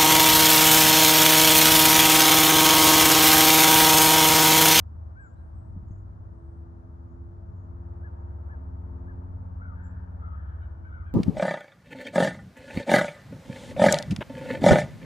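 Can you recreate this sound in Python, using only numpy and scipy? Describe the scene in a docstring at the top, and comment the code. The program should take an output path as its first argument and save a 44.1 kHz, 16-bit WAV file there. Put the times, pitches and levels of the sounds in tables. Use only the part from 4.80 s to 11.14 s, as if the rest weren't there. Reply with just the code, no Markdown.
"""Beside a railway platform, a distant diesel throbs as its shaft orders beat, and slowly grows louder.
A road vehicle pulls away and eases off, its exhaust droning at harmonics of the firing rate.
Crow-like birds call from the trees, small birds add very high lisping trills, and the wood's edge
echoes them. Underneath lie a low rumble, the hush of far traffic and a faint hiss.
Three soft bumps reach the microphone in quick succession."""
import sys
import numpy as np
from scipy import signal
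from scipy.fft import rfft, irfft, next_fast_len
from scipy.io import wavfile
from scipy.ndimage import map_coordinates

SR = 44100
rng = np.random.default_rng(int(sys.argv[2]) if len(sys.argv) > 2 else 0)


def to_wav(sig):
    """Store sig (one row per channel, or 1-D mono) as 16-bit WAV at the path in sys.argv[1].

    Samples outside -1..1 are clipped; the rate is SR.
    """
    pcm = np.clip(np.atleast_2d(sig), -1, 1) * 32767
    pcm = np.round(pcm).astype(np.int16)
    wavfile.write(sys.argv[1], SR, pcm.T)  # frames by channels


N = 279594
TIME = np.arange(N) / SR


def amp(db):
    """Amplitude ratio of a level: tenfold for every 20 dB."""
    return 10 ** (np.asarray(db) / 20)


def unit(x):
    """Normalisation to rms 1."""
    return x / np.sqrt(np.mean(x ** 2) + 1e-20)


def along(points, hz):
    """Interpolation of (f/Hz, value) points on a logarithmic frequency axis."""
    f, v = np.transpose(points)
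    return np.interp(np.log(hz + 1), np.log(f + 1), v)


def curves(rows):
    """Linear interpolation in time: one curve for each column after t/s."""
    s, *cols = np.transpose(rows)
    return [np.interp(TIME, s, c) for c in cols]


def gaussian(s, width):
    """A Gaussian pulse centred on time s, falling to 1/e at width seconds either side."""
    return np.exp(-((TIME - s) / width) ** 2)


def wobble(rate, size=N):
    """Smooth random fluctuation: a spline through rate knots a second."""
    knots = rng.standard_normal(int(size * rate / SR) + 4)
    return map_coordinates(knots, [np.arange(size) * rate / SR])


def filtered(x, response):
    """Filtering as multiplication of the spectrum; mirrored margins keep the ends smooth."""
    margin = SR // 4
    wide = np.pad(x, [(0, 0)] * (x.ndim - 1) + [(margin, margin)], mode="reflect")
    m = next_fast_len(N + 2 * margin)
    return irfft(rfft(wide, m) * response(np.fft.rfftfreq(m, 1 / SR)), m)[..., margin:margin + N]


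def tone(hz):
    """A sinusoid of rms 1 whose phase is the integral of its frequency."""
    return np.sqrt(2) * np.sin(2 * np.pi * (np.cumsum(hz) / SR + rng.random()))


def hoarse(hz, rough, spread_hz):
    """Random modulation spreads a share, rough, of a partial's power into a narrow band around it."""
    rough = np.clip(rough, 0, 1)
    smear = sum(tone(hz) * wobble(2 * spread_hz, len(hz)) for _ in range(3))
    return np.sqrt(1 - rough) * tone(hz) + np.sqrt(rough) * unit(smear)


def add(track, s, sound):
    """Superposition of a sound on a track from time s."""
    room = track[max(round(s * SR), 0):][:len(sound)]
    room += sound[:len(room)]


def rush(colour):
    """Partly coherent stereo noise, mid signal of rms 1: narrow in the bass, wide in the midrange."""
    # stereo width: f/Hz, side minus mid/dB
    width = [(60, -7.5), (91, -12), (140, -9.5), (210, -3.5), (320, -1), (490, 3), (740, 5), (1130, 4.5),
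             (1710, 1.5), (2600, 0)]
    white = rng.standard_normal((2, N))
    mid, side = filtered(white, lambda hz: colour(hz) * amp([np.zeros_like(hz), along(width, hz)]))
    return np.array([mid + side, mid - side]) / np.std(mid)


def placed(x, lag_s):
    """Time difference of arrival: the left microphone hears the source lag_s later than the right."""
    return filtered(x, lambda hz: np.exp(1j * np.pi * hz * lag_s * np.array([[-1], [1]])))


def panned(db):
    """Level difference: the two channel gains for a left minus right level."""
    return amp(db * np.array([[.5], [-.5]]))


def diesel(start_hz=19.68, sag_hz_per_s=.412, fade_first_s=.49, fade_period_s=.776, waver_db=.5):
    """Beating: shaft orders 4 and 5 interfere, so the engine throbs at its slowly falling shaft speed."""
    # the engine draws nearer: t/s, relative level of order 4/dB, of order 5/dB
    approach = [(0, -47.5, -45), (.5, -44, -75.5), (.9, -53.5, -48), (1.4, -57.5, -44.5), (1.8, -46.5, -54),
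                (2.7, -48.5, -43.5), (3.2, -41.5, -43), (3.75, -38, -44), (4.5, -45.5, -39.5),
                (5.7, -37.5, -40.5), (6.1, -44, -44), (6.34, -42.5, -41)]
    # weaker partials: multiple of the shaft speed, level relative to order 5/dB
    minor_orders = [(2, -14), (3, -24.5), (6, -12), (7, -35), (9, -23), (11, -24.5), (12, -24.5)]
    shaft_hz = start_hz - sag_hz_per_s * TIME
    fourth_db, fifth_db = curves(approach)
    # order 4 comes and goes in a slow, even beat that grows shallow
    depth = gaussian(0, width=1.6)
    fade = np.abs(1 - depth * np.exp(2j * np.pi * (TIME - fade_first_s) / fade_period_s))
    throb = fade * amp(fourth_db) * tone(4 * shaft_hz) + amp(fifth_db) * tone(5 * shaft_hz)
    minor = sum(amp(fifth_db + db - waver_db * wobble(5.2)) * tone(k * shaft_hz)
                for k, db in minor_orders)
    return placed(amp(.5) * throb + minor, lag_s=.00025)


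def vehicle(cruise_hz=85, waver_db=1.08, jitter=.003):
    """Exhaust harmonics follow the firing rate and dull as the throttle shuts; ground echoes notch them."""
    # pulling away, then easing off: t/s, firing rate/Hz, throttle (0-1)
    drive = [(0, 80.85, .2), (1.7, 83.91, .92), (3.2, 86.59, .95), (4.45, 88.32, 1), (4.7, 88.4, .3),
             (5.2, 88.48, .3), (5.6, 86.64, .05), (5.95, 83, .7), (6.34, 78.88, .55)]
    # the drone swells and fades with distance: t/s, gain/dB
    distance_gain = [(0, -4), (1, 0), (1.75, 1.5), (3.5, 0.5), (4.4, 1), (5.2, 1.5), (6.34, -3.5)]
    # exhaust harmonics: number, relative level at cruise on full throttle/dB,
    # slope with firing rate/(dB/Hz), loss with the throttle shut/dB
    exhaust = [(2, -60, 2, -0.5), (3, -61, 1.5, 7), (4, -57.5, -0.5, 16.5), (5, -72, 0.66, 8.5),
               (6, -79.5, .5, 8.5), (7, -80.5, 2, 8)]
    # destructive interference with the ground path: t/s, half width/s, harmonic number, depth/dB
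    ground_dips = [(.53, 0.028, 4, 8.5), (1.35, 0.12, 4, 6), (1.55, 0.18, 3, 7), (2.15, 0.15, 4, 3),
                   (2.619, .16, 3, 7.5), (2.769, .12, 4, 7.5), (3.35, 0.17, 3, 6.5), (3.65, 0.19, 2, 6),
                   (3.68, 0.16, 3, 6), (3.82, 0.16, 4, 4.5), (4.699, 0.15, 4, 9), (4.87, 0.11, 2, 4),
                   (5.68, 0.18, 3, 10.5)]
    firing_hz, throttle = curves(drive)
    level_db, = curves(distance_gain)
    uneven_hz = firing_hz * (1 + jitter * wobble(30))
    drone = np.zeros(N)
    for k, db, slope, shut_db in exhaust:
        load_db = db + slope * (firing_hz - cruise_hz) - shut_db * (1 - throttle)
        dip_db = sum(depth * gaussian(s, width) for s, width, number, depth in ground_dips if number == k)
        drone += amp(load_db - dip_db + waver_db * wobble(6.6)) * tone(k * uneven_hz)
    return placed(amp(level_db) * drone, lag_s=-.00014)


def rumble(base_db=-44.5, drift_db=1):
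    """Low-frequency noise under slow amplitude modulation: it drifts, and swells once."""
    # spectrum of the rumble: f/Hz, relative spectrum level/dB
    spectrum = [(18, -34.5), (33, -14.5), (55, 4.5), (85, 4), (115, -2), (150, -12.5), (215, -14.5),
                (300, -22), (420, -33.5), (700, -50.5), (1500, -77.5)]
    # its swell: t/s, half width/s, rise/dB
    swells = [(1.0, 0.22, 4)]
    swell_db = sum(db * gaussian(s, width) for s, width, db in swells)
    return amp(base_db + drift_db * wobble(2.4) + swell_db) * rush(lambda hz: amp(along(spectrum, hz)))


def far_traffic(hush_gain_db=2, drift_db=.4):
    """Broadband road noise swells slowly; the tyres sing in two narrow, resonance-shaped bands."""
    # swell of the traffic: t/s, relative level/dB
    flow = [(0, -67), (.7, -66.5), (1.7, -67), (2.05, -67), (2.45, -67.5), (3.25, -63.5), (4.4, -63.5),
            (5.55, -64), (6.34, -66)]
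    # spectrum of the hush: f/Hz, relative spectrum level/dB
    spectrum = [(200, -2), (400, 0.5), (640, 0.5), (800, -1), (1080, -3), (1330, -5), (1600, -11.5),
                (1850, -16.5), (2200, -25.5), (2700, -31.5), (3500, -39), (6000, -87)]
    # tyre song: f/Hz, half width/Hz, level relative to the flow/dB, extra gain with the swell/(dB/dB)
    tyre_bands = [(644.6, 6.9, -9.5, -0.5), (908, 45, -9.5, 2)]
    road_db, = curves(flow)
    swell_db = road_db - np.mean(road_db)
    road = amp(road_db + hush_gain_db + drift_db * wobble(7)) * rush(lambda hz: amp(along(spectrum, hz)))
    for centre, width, db, growth in tyre_bands:
        tyre_db = road_db + db + growth * swell_db + drift_db * wobble(2)
        road += amp(tyre_db) * rush(lambda hz: 1 / (1 + ((hz - centre) / width) ** 2))
    return road


def hiss(level_db=-92):
    """Stationary noise, faint and confined to the treble."""
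    # spectrum of the hiss: f/Hz, relative spectrum level/dB
    spectrum = [(1500, -32), (3000, 3), (5000, 4), (6900, 1.5), (7800, -4), (10000, -3.5), (13000, -11.5),
                (14300, -13.5), (15500, -29.5)]
    return amp(level_db) * rush(lambda hz: amp(along(spectrum, hz)))


def crows(jitter=.028, fray_hz=80, usual_length_s=.16, echo_db=-20.5, harsh_echo_db=20):
    """Source and filter: five harmonics arch in pitch through the fixed formants of a throat."""
    # calls: t/s, duration/s, top f/Hz, arch exponent, relative level/dB, roughness (0-1),
    # gain of harmonic 3/dB, gain of harmonics 4 and 5/dB
    caws = [(.347, .15, 809.5, 1.09, -57, .06, -11.5, -32), (3.217, .08, 858, 1.25, -59, 0.024, -22, -33),
            (3.68, .09, 872, 1.35, -59.5, 0.026, -20, -32.5),
            (4.259, .076, 862, 1.07, -61, .025, -22.5, -29.5),
            (4.79, .165, 734, 1.35, -56.5, .36, -11.5, -26), (4.93, .28, 816, .75, -65.5, 0.9, -8.5, -11.5),
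            (5.384, .21, 666, .5, -57.5, 0.52, -13, -14), (5.5, .3, 825, 1, -66, .9, -8, -7),
            (5.64, 0.13, 755, .6, -70, 0.9, -11, 1.5), (5.795, .08, 751, .27, -63, .35, -2, 0.5),
            (6.025, .08, 766, .37, -61, .45, -2.5, -9), (6.088, .175, 728, 1.15, -57, .42, -9.5, -12.5),
            (6.241, .09, 798, .3, -62, 0.39, 3.5, -3.5)]
    # arch of one call: share of its course, pitch ratio, gain/dB
    contour = [(0, .8, -20), (.1, .905, -6.5), (.2, .975, -1), (.33, 1, 0), (.47, .988, -.5),
               (.62, .945, -2), (.8, .885, -4.5), (1, .8, -15)]
    # formants of the throat: f/Hz, gain/dB
    throat = [(700, -31.5), (1150, 7), (1400, 5.5), (1700, 5), (2200, -8), (2650, -25), (3050, -16),
              (3350, -20), (3750, -26), (4200, -43)]
    direct, blurred, scattered = np.zeros((3, N))
    share, ratio, shape_db = np.transpose(contour)
    for s, length, top_hz, arch, db, rough, third_db, higher_db in caws:
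        size = int(length * SR)
        course = np.linspace(0, 1, size) ** np.sqrt(usual_length_s / length)  # short calls peak later
        harsh = np.sqrt(rough)
        pitch = top_hz * np.interp(course, share, ratio) ** arch
        pitch *= 1 + harsh * jitter * wobble(160, size)
        voice = np.zeros(size)
        for k, gain_db in enumerate([0, 0, third_db, higher_db, higher_db], 1):
            spread_hz = fray_hz * np.sqrt(k) * (1 + rough ** 2)  # higher harmonics fray more
            voice += amp(along(throat, k * pitch) + gain_db) * hoarse(k * pitch, rough * k / 2, spread_hz)
        call = voice * amp(db + np.interp(course, share, shape_db)) * signal.windows.tukey(size, .15)
        blur = .2 * rough  # share of the power that arrives by way of nearby branches
        add(direct, s, call * np.sqrt(1 - blur))
        add(blurred, s, call * np.sqrt(blur))
        # harsh calls come from deeper in the wood and echo more
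        add(scattered, s, call * amp(echo_db + harsh_echo_db * harsh))
    near = placed(direct, lag_s=.00028) + woods(blurred, t60=.078, delay_s=.0049, swell_s=.01)
    return (near + woods(scattered, t60=.99, delay_s=.015, swell_s=.15)) * panned(.5)


def woods(x, t60, delay_s, swell_s):
    """Scattering from trunks: a diffuse tail builds up after a delay and decays exponentially."""
    t = np.arange(SR) / SR
    late = np.maximum(t - delay_s, 0)
    tail = rng.standard_normal((2, SR)) * amp(-60 * late / t60) * (1 - np.exp(-late / swell_s))
    return signal.fftconvolve(np.atleast_2d(x), tail / np.linalg.norm(tail[0]), axes=1)[:, :N]


def small_birds(trill_hz=30.5, full_buzz_hz=440, pulse_db=5, flutter_db=2, gain_db=-2, echo_db=-5):
    """Frequency and amplitude modulation: a trill makes high notes buzz and pulse, loudest at its dips."""
    # thin notes: t/s, duration/s, start f/Hz, middle f/Hz, end f/Hz, relative level/dB,
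    # trill depth/Hz, left minus right/dB
    lisps = [(0.392, 0.12, 8280, 7270, 6760, -79.5, 150, 1), (0.43, 0.13, 7650, 7520, 8130, -86, 410, -7),
             (0.551, 0.18, 8330, 8600, 8860, -94, 88, -16.5), (0.552, 0.066, 3380, 4070, 3450, -90, 13, -5),
             (0.737, 0.082, 8300, 7970, 7770, -87.5, 140, -1),
             (0.781, 0.17, 8200, 8100, 8120, -92.5, 320, -6),
             (1.041, 0.2, 7460, 7170, 7270, -87.5, 450, -9),
             (1.109, 0.017, 6600, 6400, 6700, -77.5, 39, -5), (1.5, .36, 7850, 8400, 8520, -97.5, 150, -16),
             (2.262, 0.12, 6650, 6880, 7030, -96, 330, -4), (2.737, 0.14, 6740, 6750, 6870, -92, 260, -6),
             (3.371, 0.067, 6500, 6700, 6660, -97.5, 170, 1), (3.673, 0.042, 7370, 7240, 7270, -91, 50, 2),
             (5.028, 0.068, 7500, 7260, 7440, -78, 87, 5), (5.07, 0.062, 7470, 7450, 7650, -90, 123, 8)]
    song = np.zeros((2, N))
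    for s, length, start, middle, end, db, depth, pan_db in lisps:
        size = int(length * SR)
        t = np.arange(size) / SR
        bend = np.polyval(np.polyfit([0, .5, 1], [start, middle, end], 2), t / length)
        trill = np.cos(2 * np.pi * trill_hz * t)
        buzz = (depth / full_buzz_hz) ** 2
        pitch = bend + depth * (trill + .18 * wobble(300, size))
        note = hoarse(pitch, buzz, spread_hz=300) * signal.windows.tukey(size, .5)
        note *= amp(db + gain_db - pulse_db * buzz * trill + flutter_db * wobble(220, size))
        for channel, heard in zip(song, note * panned(pan_db)):
            add(channel, s, heard)
    return song + amp(echo_db) * woods(song, t60=.16, delay_s=.0019, swell_s=.0031)


def bumps(gain_db=3, attack_s=.002, muffle_hz=340):
    """Soft impacts near the microphone excite low, damped modes; a longer contact gives a duller knock."""
    # impacts: t/s, relative level/dB, contact time/s, factor on the decay time
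    impacts = [(.964, -25.5, .0014, 1.6), (1.028, -24, .005, .8), (1.108, -21.5, .0016, .6)]
    # modes: f/Hz, relative level/dB, base T60/s
    modes = [(90, -7, .09), (165, -3, .04), (255, -8, .035)]
    track, t = np.zeros(N), np.arange(SR // 4) / SR
    onset = 1 - np.exp(-(t / attack_s) ** 2)
    for s, db, contact, life in impacts:
        for hz, mode_db, t60 in modes:
            excitation = amp(db + gain_db) * np.exp(-(2 * hz * contact) ** 2)
            ring = amp(mode_db - 60 * t / (life * t60)) * np.sin(2 * np.pi * hz * t)
            add(track, s, excitation * ring * onset)
    return filtered(track, lambda hz: np.exp(-(hz / muffle_hz) ** 4)) * panned(2)


def scene():
    """Superposition of all sources; a level difference leans the whole a little to the left."""
    # stereo balance: f/Hz, left minus right/dB
    lean = [(60, 0.46), (200, 2), (320, 0), (500, 2.5), (1100, 3), (2500, 5), (7000, 4.5)]
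    mix = diesel() + vehicle() + rumble() + far_traffic() + hiss() + crows() + small_birds() + bumps()
    return filtered(mix, lambda hz: panned(along(lean, hz)))


def record(dry, whistle_hz=9600, whistle_db=-69, top_hz=15500):
    """Ring modulation in the band-limited recorder adds a faint whistle that flickers with the bass."""
    whistle = amp(whistle_db) * dry * tone(np.full(N, whistle_hz))
    return filtered(dry + whistle, lambda hz: hz < top_hz)


dry = scene()
out = record(dry)
to_wav(out)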